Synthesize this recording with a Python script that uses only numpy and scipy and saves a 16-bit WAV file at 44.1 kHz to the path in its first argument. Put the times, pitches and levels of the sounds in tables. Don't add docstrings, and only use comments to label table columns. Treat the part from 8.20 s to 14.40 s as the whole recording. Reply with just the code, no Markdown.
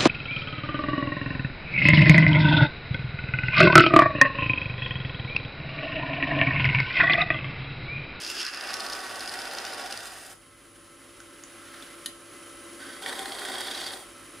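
import sys
import numpy as np
from scipy import signal
from scipy.fft import rfft, irfft
from scipy.io import wavfile
from scipy.ndimage import uniform_filter1d

SR = 44100
rng = np.random.default_rng(int(sys.argv[2]) if len(sys.argv) > 2 else 0)


def decibels_to_gain(level_db):
    exponent = np.asarray(level_db, float) / 20
    return 10 ** exponent


def dump(signal):
    limited = np.clip(np.atleast_2d(signal).T, -1, 1)
    pcm = np.round(limited * 32767).astype(np.int16)
    wavfile.write(sys.argv[1], SR, pcm)


N = 273420

# (time [s], pressure [dB], scrape [-1 peeling to 1 scraping])
PASSES = [
    [(0.0, -2, 0), (0.045, -0.5, 0.091), (0.1, -1.5, 0), (0.2, 2.5, 0.043), (0.285, -3.5, 0.47),
     (0.31, -6, 0.24), (0.345, -3.5, 0.45), (0.43, -7, 0.57), (0.53, -3, 0.45)],
    [(0.3, -15, -0.49), (0.5, 0, -0.16), (0.74, -1, -0.079), (0.9, -1.5, -0.022), (1.65, 0, -0.25),
     (1.79, -4, 0.11), (1.83, -6, 0.57), (2.13, -14, 0.94), (2.19, -45, -0.16)],
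    [(4.8, -18, .3), (4.835, 0, 0.22), (4.87, 2, -0.13), (5.05, -1.5, -0.11), (5.3, 2, -0.05),
     (5.68, 0, 0.48), (5.76, -4, 0.052), (5.83, -12.5, 0.35), (5.9, -41, .1)],
    [(4.57, -21, 0), (4.605, -0.5, .1), (4.7, -1, 0), (4.79, -4, 0), (4.84, -14, 0)],
]
SETUP_OF_PASS = [0, 1, 2, 2]
GRAIN_OF_SETUP = [0, 0, 1]
# (place [turns], width [turns], level [dB])
GRAIN = [
    [(.21, 0.01, 11), (.32, 0.084, 4), (.56, 0.046, 10), (.78, 0.014, 13)],
    [(1, 0.09, 6.5), (0.51, 0.16, 4.5), (0.35, 0.059, 7), (0.16, 0.028, -2)],
]
TURN_ZERO_S = [0., 0., 4.8]
TURNS_PER_S = [15.385, 15.385, 15.415]

PART_EDGES_HZ = [200, 1000, 2300, 6500, 15500]
SNAP_SHARE = [0.053, 0.45, 0.45, 0.21]
GRAIN_FACTOR = [0.2, 0.37, 0.56, 0.67]
PRESSURE_FACTOR = [0.66, 1.12, 1.21, 0.54]
# (blank, rest, blade, hiss [dB])
PART_DB = [
    [-47, -42, -37, -45.5],
    [-43.5, -39.5, -41.5, -48],
    [-41.5, -40.5, -42, -46],
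    [-58, -46, -49, -56],
]
SCRAPE_DB = [
    [-18, 14, 0.1, -26],
    [-3.5, 3, 5.4, 5],
    [-6, -3.5, 9.2, -0.5],
    [-3, 2, 1.1, 0.1],
]
# (frequency [Hz], density [dB/Hz])
CUT_COLOUR = [
    [(88, -49), (150, -11.5), (333, -5.5), (866, -10), (1470, -21), (2120, -9), (2630, -24), (3960, -17),
     (4810, -2.5), (10900, -8.5), (15800, -26)],
    [(88, -28), (150, -14), (771, -1.5), (1010, -12), (1470, 2), (2120, -12), (2740, -5), (4040, -4),
     (5000, -6.5), (7110, -11.5), (9710, -10), (14900, -25.5), (15800, -35)],
    [(88, -40), (150, -15.5), (254, -8), (532, -6), (771, -6), (866, -7), (1890, 5.5), (2390, -11),
     (3320, -7), (4630, -13), (5630, -9), (10100, -17), (15800, -27)],
]
# (frequency [Hz], width [Hz], level [dB])
CUT_RINGS = [
    [(343, 26, -2.5), (1550, 560, 0), (2686, 290, 5), (3320, 1200, -1.5), (4970, 870, 3.5), (9500, 930, -7)],
    [(779.5, 35, 0.5), (948, 28, -2.5), (1110, 7.8, 0.0), (1500, 25, -4), (1784, 45, -4), (1900, 83, -3.5),
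     (2690, 25, 0), (3050, 110, -8.5), (3580, 180, -7.5)] + [(2540, 980, -15.5), (4930, 300, -2),
     (9420, 530, -10.0)],
    [(374.0, 16, -5.0), (781, 33, 2.5), (1068, 40, -3.5), (1503, 180, 6.0), (1820, 160, -18),
     (2495, 49, -11.0), (2710, 21, -24)] + [(3290, 180, 2.5), (3680, 470, -2.5), (4620, 500, -1.5),
     (5240, 370, -12.5), (9250, 3400, -7.5)],
]
CUT_RINGS_DB = [3, 4.5, 4.5]

# (time [s], peak [dB], pitch [Hz], t60 [s])
EARLY_CHIPS = [(0.0189, -27, 4930, 0.02), (0.0358, -25, 4970, 0.02), (0.0464, -22, 4870, 0.018),
               (0.0634, -22, 4750, 0.018), (0.075, -25, 4770, 0.021), (0.1504, -27, 4830, 0.018),
               (0.1964, -23, 5090, 0.017), (0.2024, -18, 5300, 0.018), (0.2134, -22, 5100, 0.018),
               (0.2194, -27, 5280, 0.018), (0.2294, -24, 5000, 0.014), (0.2488, -22, 5220, 0.018),
               (0.2643, -17.5, 5150, 0.018), (0.2794, -27, 5160, 0.018), (0.285, -26, 4900, 0.021),
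               (0.3301, -29, 5000, 0.018), (0.3364, -27, 4970, 0.018), (0.3451, -24.5, 5030, 0.02),
               (0.3716, -24, 4900, 0.018), (0.409, -22.5, 4940, 0.018), (0.437, -27, 4870, 0.018),
               (0.4723, -25, 5000, 0.018), (0.4894, -26, 5030, 0.018), (0.5054, -27, 4900, 0.018),
               (0.5324, -25, 5010, 0.02), (0.5394, -15.5, 4860, 0.018), (0.5676, -24, 5170, 0.018),
               (0.5973, -23, 4500, 0.018), (0.603, -20, 4970, 0.018), (0.632, -28, 4790, 0.018),
               (0.663, -21, 4400, 0.018), (0.6843, -34, 4960, 0.018), (0.6978, -22.5, 5010, 0.018),
               (0.7216, -24, 5320, 0.018), (0.7262, -22, 4460, 0.02), (0.7317, -21, 5020, 0.018),
               (0.7494, -37, 4970, 0.018), (0.7912, -25.5, 4860, 0.015), (0.8034, -27, 5060, 0.018),
               (0.8644, -31, 4810, 0.016), (0.9572, -26, 4930, 0.018), (0.9931, -27.5, 5230, 0.016)]
# (time [s], peak [dB], pitch [Hz], t60 [s])
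LATE_CHIPS = [(1.0061, -21.5, 4900, 0.011), (1.058, -25, 4900, 0.0096), (1.076, -21.5, 5000, 0.011),
              (1.0938, -20, 4670, 0.0082), (1.1377, -25.5, 4550, 0.011), (1.1892, -22, 5180, 0.011),
              (1.2176, -25.5, 4990, 0.011), (1.2535, -27, 4540, 0.011), (1.2764, -25.5, 4830, 0.011),
              (1.3114, -24, 5000, 0.011), (1.3493, -21.5, 4910, 0.011), (1.3844, -20, 5160, 0.013),
              (1.4502, -22, 5000, 0.011), (1.4654, -26, 4640, 0.011), (1.523, -29, 4810, 0.011),
              (1.5344, -25, 4950, 0.013), (1.6382, -27, 5100, 0.011), (1.7085, -26, 4980, 0.011),
              (1.7245, -19, 5040, 0.013), (1.7742, -21.5, 4840, 0.011), (2.0487, -36, 4660, 0.011)]
# (time [s], peak [dB], pitch [Hz], t60 [s])
SECOND_CHIPS = [(4.824, -32, 3230, 0.02), (4.8359, -33, 3380, 0.018), (4.8603, -17, 1820, 0.018),
                (4.878, -30, 3300, 0.018), (4.8937, -24, 3380, 0.018), (4.9262, -21.5, 1820, 0.018),
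                (4.9915, -23, 3310, 0.018), (5.0571, -22, 1840, 0.018), (5.12, -23, 3280, 0.02),
                (5.1507, -27, 3260, 0.02), (5.1859, -24, 4530, 0.017), (5.218, -27, 3280, 0.018),
                (5.25, -23.5, 3400, 0.018), (5.3176, -24, 3510, 0.018), (5.3544, -22.5, 3340, 0.018),
                (5.4004, -27, 3250, 0.018), (5.4826, -22, 3420, 0.022), (5.549, -22.5, 3900, 0.018),
                (5.6154, -24, 3500, 0.018), (5.6412, -26, 3220, 0.018), (5.7054, -26, 1750, 0.016),
                (5.7344, -28, 3690, 0.018)]
# (frequency [Hz], density [dB/Hz])
SPLINTERS = [
    [(1200, -31), (2600, -3), (3800, 1), (4900, 9), (6200, 0), (7800, -11), (9800, -3), (12000, -13.5),
     (16000, -35)],
    [(900, -16), (1900, 8), (2600, -5.5), (3400, 6), (4400, 3.5), (5600, -14), (9700, -18), (16000, -42)],
]
BLADE_NOTES_HZ = [
    [4900, 4800, 5300, 5250, 2200],
    [3220, 3900, 3400, 2100, 5200],
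]
SHED_DB = [-39, -34.5, -34, -38]
# (start [s], end [s], frequency [Hz], level [dB])
CHATTER = [(0.42, .66, 1144, -51), (.58, 1.044, 1144, -49.5), (.42, 0.87, 1262, -48.5), (.4, 1.7, 784, -59),
           (.3, 1.6, 1506, -53), (0.26, 0.92, 1772, -51.5), (4.84, 5.5, 782, -54), (1.1, 1.95, 631, -60),
           (4.58, 4.81, 1530, -54.5), (1.15, 1.56, 500, -55.5), (5.1, 5.6, 372, -57),
           (4.84, 5.75, 632, -59)]

# (time [s], level [dB])
SLIDE = [(2.9, -65), (3.2, -61), (3.35, -55.5), (3.42, -54.5), (3.48, -54), (3.55, -49.5), (3.65, -50),
         (3.72, -56), (3.8, -57), (3.95, -69)]
# (frequency [Hz], density [dB/Hz])
SLIDE_COLOUR = [(350, -42), (600, -14), (1000, -17), (1330, 0), (2680, -11.5), (3270, -9.5), (7650, -21),
                (9880, -15), (15000, -34)]
# (time [s], peak [dB], contact [ms], tail [dB])
KNOCKS = [
    (3.002, -35, 3.8, -10),
    (3.2366, -27, 4.9, -14),
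    (3.623, -31.5, 7.5, -3),
    (3.8587, -18.5, 9.8, -25),
]
# (frequency [Hz], density [dB/Hz])
KNOCK_COLOUR = [
    [(530, -57), (900, -31), (1550, 13), (2100, -24), (6660, -8), (7760, -16), (10400, -24), (15000, -46)],
    [(530, -50), (900, -23), (1640, -4), (5400, -11), (6200, 6), (7850, -5.5), (9700, -30), (10700, -18),
     (12900, -32), (15000, -25)],
    [(530, -41), (900, -14), (1370, -15), (2690, -11), (3320, 6), (4400, -8), (5510, -14), (9820, -12),
     (15000, -35)],
    [(530, -24), (900, -15), (1780, -13), (2570, -18), (3200, 0), (4600, -4.5), (5450, -16), (6350, -9.5),
     (8730, -20), (9930, -2), (10500, -26), (11900, -17), (15000, -38)],
]
# (frequency [Hz], level [dB], t60 [s])
REST_MODES = [(252, -30, 0.18), (1850, -23, 0.1), (4150, -22, 0.018), (9850, -17, 0.11),
              (11520, -16.5, 0.039)]

# (time [s], level [dB])
IDLE_LEVEL = [(0, -65.5), (1, -61), (2.15, -68.5), (2.6, -66), (3.4, -62.5), (3.86, -60.5), (3.92, -63),
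              (4.2, -60.5), (4.8, -58.5), (5, -60), (5.8, -61.5), (6.2, -60)]
# (frequency [Hz], level [dB rms])
WHINE_LINES = [(9334, -77), (9524.5, -76), (9588.5, -76), (9841.5, -68), (9905, -64), (9968.5, -66),
               (10031.8, -72), (10095.2, -69), (10158.8, -70), (10286, -79), (10475.5, -70), (10666, -80)]
# (frequency [Hz], level [dB rms])
MOTOR_LINES = [(298.6, -76), (338, -57.5), (506.5, -67), (555, -72), (570.5, -63), (586, -68.5),
               (1071, -68.5), (1198, -70), (1315, -63), (1382, -72.5), (1577, -68), (2029, -70)]
# (time [s], level [dB])
LOAD = [(1.9, -11), (2.2, -2.5), (4.8, -1), (4.87, -19), (5.75, -3.5), (5.9, -4)]
# (frequency [Hz], density [dB/Hz])
IDLE_COLOUR = [(76, -60), (130, -31.5), (285, 0.5), (334, -20), (425, -8.5), (575, -15), (648, -14.5),
               (894, -16), (1310, -9), (1770, -12.5), (2980, -15), (3500, -18), (8310, -20), (9950, -18.5),
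               (15800, -39.5)]
# (frequency [Hz], width [Hz], level [dB])
IDLE_RINGS = [(343, 86, -8), (560, 15, -27), (1055, 20, -9.5), (1317, 50, -8.5), (2037, 44, -10.5),
              (3080, 200, -16), (3830, 66, -18), (8800, 200, -19.5), (9850, 500, -34.5),
              (10600, 500, -22.5)]
# (frequency [Hz], density [dB/Hz])
RUMBLE_COLOUR = [(12, -51), (20, -13), (43, 3), (59, 4), (70, -19), (86, -2), (102, 3), (124, -5),
                 (161, 0.5), (193, -10), (220, -34), (290, -34), (480, -120)]
# (frequency [Hz], level [dB rms])
MAINS_LINES = [(100, -70.5)]

# (frequency [Hz], level [dB])
SIDE_DB = [(30, -20), (60, -26), (130, -7.5), (290, -16), (480, -8), (800, -10.5), (1410, -13),
           (2800, -11.5), (4800, -12), (7500, -12), (15000, -3.5)]
LEAN_DB = [(60, -0.15), (180, 0.88), (550, -0.33), (1650, -2.1), (4970, -0.78), (15000, 0.23)]
# (frequency [Hz], width [Hz], level [dB])
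MIC_PEAK = (14850, 990, 7.4)


def cut(k, snaps_per_s=1800, snap_spread_db=-0.5, waver_db=3.0):
    s, press_db, scrape = np.transpose(PASSES[k])
    levels_db = np.c_[PART_DB[k]] + np.outer(PRESSURE_FACTOR, press_db) + np.outer(SCRAPE_DB[k], scrape)
    setup = SETUP_OF_PASS[k]
    t = np.arange(s[0], s[-1], 1 / SR)
    count = len(t)

    turn = (t - TURN_ZERO_S[setup]) * TURNS_PER_S[setup]
    grain_db = np.zeros(count)
    for at, wide, db in GRAIN[GRAIN_OF_SETUP[setup]]:
        from_grain = (turn - at + 0.5) % 1 - 0.5
        grain_db += db * np.exp(-2 * (from_grain / wide) ** 2)
    uneven = drift(count, 36)
    bite_db = waver_db * (uneven - uniform_filter1d(uneven, size=4000))
    grain_db = grain_db * (1 + 0.33 * drift(count, 24)) + bite_db

    tear = rng.standard_normal(count)
    snapping = rng.random(count) < snaps_per_s / SR
    size = np.minimum(rng.exponential(1, count), 2.5)
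    snaps = evened(snapping * np.sign(tear) * decibels_to_gain(snap_spread_db * size))

    out = np.zeros(count)
    for part, level_db in enumerate(levels_db):
        share = np.clip(SNAP_SHARE[part], 0, 1)
        drive = np.sqrt(1 - share ** 2) * tear + share * snaps
        drive = drive * decibels_to_gain(GRAIN_FACTOR[part] * grain_db)
        ring = coloured(drive, CUT_COLOUR[setup], CUT_RINGS[setup], CUT_RINGS_DB[setup])
        band = signal.butter(3, PART_EDGES_HZ[part:part + 2], "band", fs=SR, output="sos")
        out += decibels_to_gain(np.interp(t, s, level_db)) * evened(signal.sosfilt(band, ring))
    fade_s = 0.02
    since_s = t - s[0] + fade_s * (k == 0)
    fade = np.minimum(np.minimum(since_s, s[-1] - t) / fade_s, 1) ** 0.5
    return s[0], out * fade


def shed(k, jitter_s=0.004, spread_db=1, detune=0.033, clear_s=0.012):
    s, press_db, _ = np.transpose(PASSES[k])
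    setup = SETUP_OF_PASS[k]
    zero_s, rate, grain = TURN_ZERO_S[setup], TURNS_PER_S[setup], GRAIN_OF_SETUP[setup]
    turns = np.arange(np.floor((s[0] - zero_s) * rate), (s[-1] - zero_s) * rate)
    places = np.array(GRAIN[grain])[:, 0]
    at = zero_s + (turns[:, None] + places).ravel() / rate
    late, size, off, pick = rng.uniform(-1, 1, (200, 4))[:len(at)].T
    at = at + jitter_s * late
    notes_hz = np.array(BLADE_NOTES_HZ[grain])
    hz = notes_hz[((pick + 1) / 2 * len(notes_hz)).astype(int)] * (1 + detune * off)
    db = SHED_DB[k] + np.interp(at, s, press_db, -120, -120) + spread_db * size
    large_s = np.array(EARLY_CHIPS + LATE_CHIPS + SECOND_CHIPS)[:, 0]
    taken = abs(at[:, None] - large_s).min(axis=1) < clear_s
    return [row for row in zip(at, db - 120 * taken, hz) if row[0] > 0]


def chips(hiss_db=-0.5, level_db=-2.5, rise_s=0.0013, shed_ring_s=0.024):
    out = np.zeros(N)
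    t = np.arange(1200) / SR
    taps = [coloured(t == 0, colour)[:256] for colour in SPLINTERS]
    rows = [(*row, taps[0]) for row in EARLY_CHIPS + LATE_CHIPS]
    rows += [(*row, taps[1]) for row in SECOND_CHIPS]
    for k in range(len(PASSES)):
        tap = taps[GRAIN_OF_SETUP[SETUP_OF_PASS[k]]]
        rows += [(*row, shed_ring_s, tap) for row in shed(k)]
    for (s, db, hz, ring_s, tap), noise in zip(rows, rng.standard_normal((300, len(t)))):
        puff = evened(np.convolve(noise, tap)[:len(t)])
        blow = np.sin(2 * np.pi * hz * t) + decibels_to_gain(hiss_db) * puff
        chip = np.minimum(t / rise_s, 1) * decibels_to_gain(-60 * t / max(ring_s, 0.004)) * blow
        add(out, s, decibels_to_gain(db + level_db) * chip / abs(chip).max())
    return out


def chatter():
    out = np.zeros(N)
    for start_s, end_s, hz, db in CHATTER:
        count = round((end_s - start_s) * SR)
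        note = tones([(hz, db)], 3.3, 17, 0.092)[:count]
        add(out, start_s, note * signal.windows.tukey(count, 0.4))
    return out


def handling(tail_s=0.077):
    s, db = np.transpose(SLIDE)
    rub = rng.standard_normal(N) * decibels_to_gain(1.6 * drift(N, 50))
    slide_level = decibels_to_gain(np.interp(np.arange(N) / SR, s, db, -120, -120))
    out = slide_level * evened(coloured(rub, SLIDE_COLOUR))
    t = np.arange(6000) / SR
    roughness = rng.standard_normal((len(KNOCKS), len(t)))
    for (at_s, peak_db, contact_ms, tail_db), colour, rough in zip(KNOCKS, KNOCK_COLOUR, roughness):
        u = t * 1000 / contact_ms
        blow = 1.6 * np.exp(-abs(u - 0.2) / 0.07) + np.exp(-1.2 * u) * (u < 1)
        shape = np.minimum(u / 0.2, 1) * (blow + decibels_to_gain(tail_db - 60 * t / tail_s))
        hit = coloured(rough, colour) * shape
        add(out, at_s, decibels_to_gain(peak_db) * hit / abs(hit).max())
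    last_s, last_db = KNOCKS[-1][:2]
    ring = sum(decibels_to_gain(d - 60 * t / t60) * np.sin(2 * np.pi * hz * t) for hz, d, t60 in REST_MODES)
    add(out, last_s, decibels_to_gain(last_db) * ring * np.minimum(t / 0.0018, 1))
    return out


def idle(casting_db=12, rings_db=5, rumble_db=-65):
    t = np.arange(N) / SR
    noise = rng.standard_normal(N) * decibels_to_gain(0.83 * drift(N, 35))
    casting = decibels_to_gain(casting_db) * evened(coloured(noise, IDLE_COLOUR, IDLE_RINGS, rings_db))
    load = decibels_to_gain(np.interp(t, *np.transpose(LOAD)))
    whine = load ** 0.17 * tones(WHINE_LINES, 2.3, 2.2, 0.025)
    motor = load * tones(MOTOR_LINES, 0.95, 25, 0.031)
    rumble = decibels_to_gain(rumble_db) * evened(coloured(rng.standard_normal(N), RUMBLE_COLOUR))
    mains = tones(MAINS_LINES, 0.91, 4.4, 0.013)
    gain = decibels_to_gain(np.interp(t, *np.transpose(IDLE_LEVEL)))
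    return gain * (casting + decibels_to_gain(64) * (whine + motor)) + rumble + mains


def walls(x, t60_s):
    t = np.arange(round(0.3 * SR)) / SR
    tail = rng.standard_normal(len(t)) * decibels_to_gain(-60 * t / t60_s) * np.minimum(t / 0.0045, 1)
    return signal.oaconvolve(x, tail / np.linalg.norm(tail))[:N]


def tones(lines, waver_db, per_s, wander_turns):
    t = np.arange(N) / SR
    out = np.zeros(N)
    for hz, db in lines:
        level = np.sqrt(2) * decibels_to_gain(db + waver_db * drift(N, per_s))
        cycles = hz * t + rng.random() + wander_turns * drift(N, per_s)
        out += level * np.sin(2 * np.pi * cycles)
    return out


def drift(count, per_s):
    knots_hz = 400
    knots = rng.standard_normal(int(N / SR * knots_hz))
    lowpass = signal.butter(1, per_s, fs=knots_hz, output="sos")
    knots = evened(signal.sosfiltfilt(lowpass, knots))
    return np.interp(np.arange(count), np.arange(len(knots)) * SR / knots_hz, knots)


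def coloured(x, colour, rings=(), rings_db=0):
    hz = np.fft.rfftfreq(2 ** 15, 1 / SR)
    power = decibels_to_gain(read(colour, hz)) ** 2
    for f, width, db in rings:
        power = power + decibels_to_gain(db + rings_db) ** 2 / (1 + (2 * (hz - f) / width) ** 2) ** 2
    cepstrum = irfft(np.log(power + 1e-12) / 2)
    cepstrum[1:len(hz) - 1] *= 2
    cepstrum[len(hz):] = 0
    response = irfft(np.exp(rfft(cepstrum)))[:2 ** 13]
    return signal.oaconvolve(x, response)[:len(x)]


def read(points, hz):
    f, value = np.transpose(points)
    return np.interp(np.log(hz + 1), np.log(f + 1), value)


def evened(x):
    return x / np.sqrt(np.mean(x ** 2) + 1e-20)


def add(mix, s, sound):
    part = mix[round(s * SR):][:len(sound)]
    part += sound[:len(part)]


def scene():
    work = chips() + chatter() + handling()
    for k in range(len(PASSES)):
        add(work, *cut(k))
    mid = work + decibels_to_gain(-9) * walls(work, 0.24) + idle()
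    hz = np.fft.rfftfreq(N, 1 / SR)
    side = irfft(rfft(walls(mid, 0.3)) * decibels_to_gain(read(SIDE_DB, hz)), N)
    lean = decibels_to_gain(read(LEAN_DB, hz) / 2)
    left = irfft(rfft(mid) * lean, N) + side
    right = irfft(rfft(mid) / lean, N) - side
    return np.array([left, right])


def top_cut(x):
    return signal.sosfilt(signal.butter(12, 16260, fs=SR, output="sos"), x)


def record(dry):
    hz = np.fft.rfftfreq(N, 1 / SR)
    peak_hz, width_hz, peak_db = MIC_PEAK
    port = decibels_to_gain(peak_db * np.exp(-2 * ((hz - peak_hz) / width_hz) ** 2))
    heard = irfft(rfft(dry) * port, N)
    edge = signal.firwin(511, 15700, window=("kaiser", 9), fs=SR)
    mix = signal.oaconvolve(heard, edge[None], "same")
    return top_cut(mix)


dry = scene()
out = record(dry)
dump(out)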